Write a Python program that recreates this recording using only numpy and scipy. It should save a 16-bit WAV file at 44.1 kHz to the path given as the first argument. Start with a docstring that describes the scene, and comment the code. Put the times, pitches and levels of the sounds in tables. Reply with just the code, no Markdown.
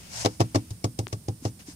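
"""Quick soft pats, by paw or hand, on the plastic dashboard of a parked car.
From the start, low cabin rumble and microphone hiss lie under a faint rustle of fur. A brushing scuff
leads at 0.25 s into the pats, about seven a second: each slaps the plastic skin and excites the modes
of the hollow dashboard, and the cabin rings on briefly. Small ticks come just after 1 s.
The last pat lands near 1.45 s; a faint rustle, a scuff and a light touch follow."""
import sys
import numpy as np
from scipy import signal
from scipy.fft import rfft, irfft
from scipy.io import wavfile
from scipy.ndimage import uniform_filter1d

SR = 44100
rng = np.random.default_rng(int(sys.argv[2]) if len(sys.argv) > 2 else 0)


def to_wav(s):
    """Save 16-bit WAV."""
    ch = np.atleast_2d(s).T  # columns
    pcm = np.round(np.clip(ch, -1, 1) * 32767)  # PCM
    wavfile.write(sys.argv[1], SR, pcm.astype(np.int16))


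N = 77175
TIME_S, FREQ_HZ = np.arange(N) / SR, np.fft.rfftfreq(N, 1 / SR)
RIGHT_LEAD_S = 0.00032  # the right microphone is nearer

def amp(db):
    """Amplitude ratio of a level in decibels."""
    return 10 ** (np.asarray(db) / 20)

def unit(x):
    """Normalisation to rms 1."""
    return x / np.sqrt(np.mean(x ** 2) + 1e-20)

def curve(points):
    """Interpolation of a spectrum over log frequency."""
    hz, db = np.transpose(points)
    return np.interp(np.log(FREQ_HZ + 1), np.log(hz + 1), db)

def pan(side_db):
    """Channel gains for a level difference, left minus right."""
    return amp(np.array([[.5], [-.5]]) * side_db)

def since(start_s):
    """Elapsed seconds, zero before the onset."""
    return np.maximum(TIME_S - start_s, 0)

def decay(t, t60_s):
    """Exponential damping: 60 dB in t60_s."""
    return np.exp(-np.log(1000) * t / t60_s)

def resonance(hz, width_hz):
    """Lorentzian peak of height 1."""
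    return 1 / (1 + (2 * (FREQ_HZ - hz) / width_hz) ** 2)

def colour(x, spectrum, balance=None):
    """Spectral shaping that conserves the power of white noise."""
    gain = amp(curve(spectrum)) * (1 if balance is None else pan(curve(balance)))
    return irfft(rfft(x) * unit(gain), N)

def grit(grain, shared_power=0.15):
    """Friction noise in sub-millisecond clumps, partly coherent between the microphones."""
    clumps = unit(uniform_filter1d(rng.standard_normal(N), size=30))
    left, right, common = rng.standard_normal((3, N)) * np.exp(grain * clumps)
    coherent = np.array([np.roll(common, round(RIGHT_LEAD_S * SR)), common])
    return unit(np.sqrt(shared_power) * coherent + np.sqrt(1 - shared_power) * np.array([left, right]))

def friction(strokes):
    """Sliding friction: grainy noise under trapezoidal envelopes."""
    envelope = np.zeros(N)
    for start_s, rise_s, hold_s, release_s, level_db in strokes:
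        rise = np.minimum(since(start_s) / rise_s, 1)
        release = np.maximum(1 - since(start_s + rise_s + hold_s) / release_s, 0)
        envelope += amp(level_db) * rise * release
    return grit(grain=0.15) * envelope

# Cabin noise spectrum: frequency_hz, density_db
RUMBLE_SPECTRUM = [(15, -11), (30, -41), (62, 6.5), (85, 9), (120, -1), (170, 6), (280, -8.5), (420, -14),
                   (800, -24.5), (1500, -37), (4000, -62)]
def cabin_rumble(level_db=-51):
    """Long wavelengths reach both microphones alike."""
    return amp(level_db) * colour(rng.standard_normal(N), RUMBLE_SPECTRUM)

# Self-noise spectrum: frequency_hz, density_db
HISS_SPECTRUM = [(300, 3), (1200, -2.5), (2400, -3), (4000, -1.5), (5400, 4), (6500, -1), (8500, 2),
                 (9800, -1), (12500, -1.5), (15500, -3.5), (16200, -29)]
# Self-noise balance: frequency_hz, left_minus_right_db
HISS_BALANCE = [(1000, 3.5), (3000, 0.5), (4500, 0.5), (6000, -2), (9000, -16), (15000, 0)]
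def microphone_hiss(level_db=-55):
    """Broadband self-noise, uncorrelated between channels."""
    return amp(level_db) * colour(rng.standard_normal((2, N)), HISS_SPECTRUM, HISS_BALANCE)

def electronic_whine(band_db=-63, tone_db=-66, tone_hz=9230):
    """Narrowband noise beside a steady pure tone, both stronger on the right."""
    sides = pan(side_db=-10.5)
    band = irfft(rfft(rng.standard_normal((2, N))) * resonance(hz=9010, width_hz=140), N)
    tone = np.sin(2 * np.pi * tone_hz * TIME_S)
    return amp(band_db) * unit(sides * band) + amp(tone_db) * sides * tone

# Balance of sound from the dashboard: frequency_hz, left_minus_right_db
DASH_BALANCE = [(400, 5.5), (1300, 3), (2400, 3.5), (4600, 11.5), (8100, -5), (15000, -5)]
# Fur strokes: start_s, rise_s, hold_s, release_s, level_db
FUR_STROKES = [(-.02, 0.023, 0.16, 0.15, -50), (.42, 0.016, 0.15, 0.3, -57.5),
               (1.59, 0.0037, 0.003, 0.058, -49)]
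# Fur friction spectrum: frequency_hz, density_db
FUR_SPECTRUM = [(300, 9), (900, 3), (1500, 4), (2600, 6.5), (4000, 1), (6500, 6.5), (10000, -6),
                (16000, -10)]
def fur_rustles():
    """Friction of fur radiates faint broadband noise."""
    return colour(friction(FUR_STROKES), FUR_SPECTRUM, DASH_BALANCE)

# Sharp clicks: centre_s, level_db, pitch_hz, half_length_s, left_minus_right_db
TICKS = [(1.0697, -22, 2270, 0.00012, 13.5), (1.0698, -38, 1010, 0.00056, 10),
         (1.081, -32, 6600, 0.00012, 17), (1.0851, -42, 3500, 0.000051, 29),
         (1.1027, -45, 3500, 0.000084, 9)]
def ticks():
    """Gaussian pulses near the left microphone: the shorter the pulse, the wider its band."""
    out = np.zeros((2, N))
    for centre_s, level_db, pitch_hz, half_length_s, side_db in TICKS:
        t = TIME_S - centre_s
        pulse = np.exp(-(t / half_length_s) ** 2) * np.cos(2 * np.pi * pitch_hz * t)
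        out += pan(side_db) * amp(level_db) * pulse
    return out

# Light contacts: start_s, level_db, pitch_hz, t60_s
TOUCHES = [(1.0712, -29.5, 357, 0.022), (1.4227, -31, 258, 0.044), (1.684, -28.5, 289, 0.048)]
def light_touches(rise_s=0.003):
    """Local excitation: a light knock rings the plastic as one damped oscillator."""
    out = np.zeros(N)
    for start_s, level_db, pitch_hz, t60_s in TOUCHES:
        t = since(start_s)
        envelope = np.minimum(t / rise_s, 1) * decay(t, t60_s)
        out += amp(level_db) * envelope * np.sin(2 * np.pi * pitch_hz * t)
    return out

# Peaks and one dip of the plastic skin: centre_hz, width_hz, gain_db
SKIN_RESONANCES = [(744, 130, 1.5), (1230, 75, -6), (2223, 61, 5), (2820, 230, 5), (3765, 73, 3),
                   (5360, 53, 4), (6210, 87, 2)]
def plastic_skin(x):
    """Resonant filtering: the skin colours contact noise."""
    gain_db = sum(db * resonance(hz, width_hz) for hz, width_hz, db in SKIN_RESONANCES)
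    return irfft(rfft(x) * unit(amp(gain_db)), N)

# Brushing strokes: start_s, rise_s, hold_s, release_s, level_db
SCUFF_STROKES = [(.09, .11, 0.021, 0.042, -32.5), (.29, 0.015, 0.032, 0.078, -51.5),
                 (1.415, 0.044, 0.0038, 0.046, -43.5), (1.66, 0.014, 0.037, 0.038, -47)]
# Brushing spectrum: frequency_hz, density_db
SCUFF_SPECTRUM = [(60, -47), (105, 14), (160, -4), (250, -24), (450, -9.5), (800, 0.5), (1250, -6),
                  (2200, -5.5), (3600, -8.5), (5800, 2.5), (8000, -2), (12000, -17), (16000, -35)]
def scuffs():
    """Friction on grained plastic drives the skin's resonances."""
    return plastic_skin(colour(friction(SCUFF_STROKES), SCUFF_SPECTRUM, DASH_BALANCE))

# Cabin reverberation spectrum: frequency_hz, density_db
BOOM_SPECTRUM = [(60, -30), (130, -8), (200, 0), (330, 0), (450, -6), (800, -11), (1300, -22), (3000, -50)]
def cabin_boom(contacts, gain_db=-33, rise_s=0.004, t60_s=0.095):
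    """Diffuse reverberation: the tails of successive thumps add in power."""
    power = np.zeros(N)
    for start_s, thump_db, hardness, *_ in contacts:
        t = since(start_s)
        power += (amp(thump_db + hardness) * (1 - np.exp(-t / rise_s)) * decay(t, t60_s)) ** 2
    air = rng.standard_normal(N) + .3 * rng.standard_normal((2, N))  # nearly alike on both sides
    return amp(gain_db) * colour(air, BOOM_SPECTRUM) * np.sqrt(power)

# Spectrum of a slap on plastic: frequency_hz, density_db
SLAP_SPECTRUM = [(200, -2.5), (500, 12), (800, 12), (1200, 3.5), (1500, -3), (2100, 1), (3000, -2.5),
                 (4300, -0.5), (5500, 4), (8000, -3), (12000, -17), (16000, -23)]
def slaps(contacts, lead_s=0.0051, rise_s=0.0055, cabin_db=-17.5):
    """Impact noise: a gritty burst as each pat lands, with a faint reverberant tail."""
    out, grains = np.zeros((2, N)), grit(grain=0.23)
    for start_s, *_, slap_db, tilt in contacts:
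        t = since(start_s - lead_s)
        rise = np.minimum(t / rise_s, 1) ** 2
        fall_s = np.maximum(t - rise_s, 0)
        fall = decay(fall_s, t60_s=0.034) + amp(cabin_db) * decay(fall_s, t60_s=0.14)
        spectrum = [(hz, db + tilt * np.log2(hz)) for hz, db in SLAP_SPECTRUM]
        out += amp(slap_db) * colour(grains * rise * fall, spectrum, DASH_BALANCE)
    return plastic_skin(out)

# Modes of dashboard and cabin: pitch_hz, level_db, t60_s, first_swing_sign
DASH_MODES = [(100.3, -16.5, 0.095, -1), (114.7, -23.5, 0.18, 1), (132.2, -23.5, 0.14, 1),
              (182.2, -33, 0.18, 1), (242.6, -40, .3, 1), (287.6, -29.5, 0.12, 1), (317.2, -42.5, 0.29, 1),
              (337.1, -21.5, 0.055, 1), (418, -29, 0.084, 1), (498.5, -32.5, 0.097, 1),
              (613.4, -39, 0.076, 1), (703, -37.5, 0.043, -1), (785.5, -35, 0.049, -1),
              (854, -40, 0.052, 1), (967, -48, 0.037, -1), (1127, -40.5, 0.048, 1), (1277, -48, 0.09, -1)]
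def dashboard_thumps(contacts, pivot_hz=110, high_hz=560, spot_spread_db=4.5, build_s=0.0021):
    """Modal superposition: a harder contact is briefer and favours the high modes."""
    out, t = np.zeros((2, N)), np.arange(SR // 3) / SR
    hz, mode_db, t60_s, swing = np.array(DASH_MODES).T[:, :, None]
    high = hz > high_hz
    build = 1 - high * np.exp(-t / build_s)  # high modes grow as bending waves cross the panel
    modes = np.sign(swing) * build * decay(t, t60_s) * np.sin(2 * np.pi * hz * t)
    for start_s, thump_db, hardness, knock_db, *_ in contacts:
        spot_db = knock_db + spot_spread_db * rng.standard_normal(hz.shape)  # varies with the spot hit
        gains = amp(thump_db + mode_db + hardness * np.log2(hz / pivot_hz) + high * spot_db)
        contact_s = 0.00062 / 2 ** (hardness / 5.7)  # softness spreads the blow in time
        ring = (gains * modes).sum(0) * (1 - np.exp(-t / contact_s))
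        for channel, delay_s in zip(out, (RIGHT_LEAD_S / 2, -RIGHT_LEAD_S / 2)):
            span = channel[round((start_s + delay_s) * SR):][:len(ring)]
            span += ring[:len(span)]
    return out

# Contacts of soft pats on the dashboard, up to three to a pat:
# start_s, thump_db, hardness_db_per_octave, knock_db, slap_db, slap_tilt_db_per_octave
PAT_CONTACTS = [(0.2499, -10.5, 6.5, 1.5, -20, -0.5), (0.2598, -5, 6.5, -2, -18.5, -0.5),
                (0.3989, 0, -3.8, -12, -35.5, -1), (.405, 6.5, 0.5, 6.5, -23.5, 1),
                (0.4139, -13.5, 5, -1, -25, -2.5), (.5485, -8, 5.5, 5.5, -26.5, -1),
                (.5559, 1.5, 0.7, 6.5, -25.5, -1), (0.5591, 2.5, 2, -1, -26.5, -1.5),
                (0.7077, -6, -7.5, -17, -38.5, 4), (0.844, 1, 1, 2, -27, 3), (0.9906, -0.5, 0, 4, -29, 3),
                (1.0261, -15.5, -4, -8, -70, -12), (1.1289, -3, -2.5, 8, -31, 1),
                (1.2847, -0.5, -.5, 2.5, -35.5, 1.5), (1.453, 0, 0.5, 5, -29.5, 0)]
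def soft_pats():
    """Impact excitation: each contact drives the dashboard, the cabin air and the plastic skin."""
    return dashboard_thumps(PAT_CONTACTS) + cabin_boom(PAT_CONTACTS) + slaps(PAT_CONTACTS)

def scene():
    """Linear superposition of all sources, in stereo."""
    dashboard_sounds = soft_pats() + scuffs() + fur_rustles() + light_touches()
    return dashboard_sounds + ticks() + cabin_rumble() + microphone_hiss() + electronic_whine()

def record(dry, cutoff_hz=15900):
    """Band limiting by a linear-phase low-pass filter."""
    lowpass = signal.firwin(511, cutoff_hz, window=("kaiser", 9), fs=SR)
    return signal.oaconvolve(dry, lowpass[None], "same")

dry = scene()
out = record(dry)
to_wav(out)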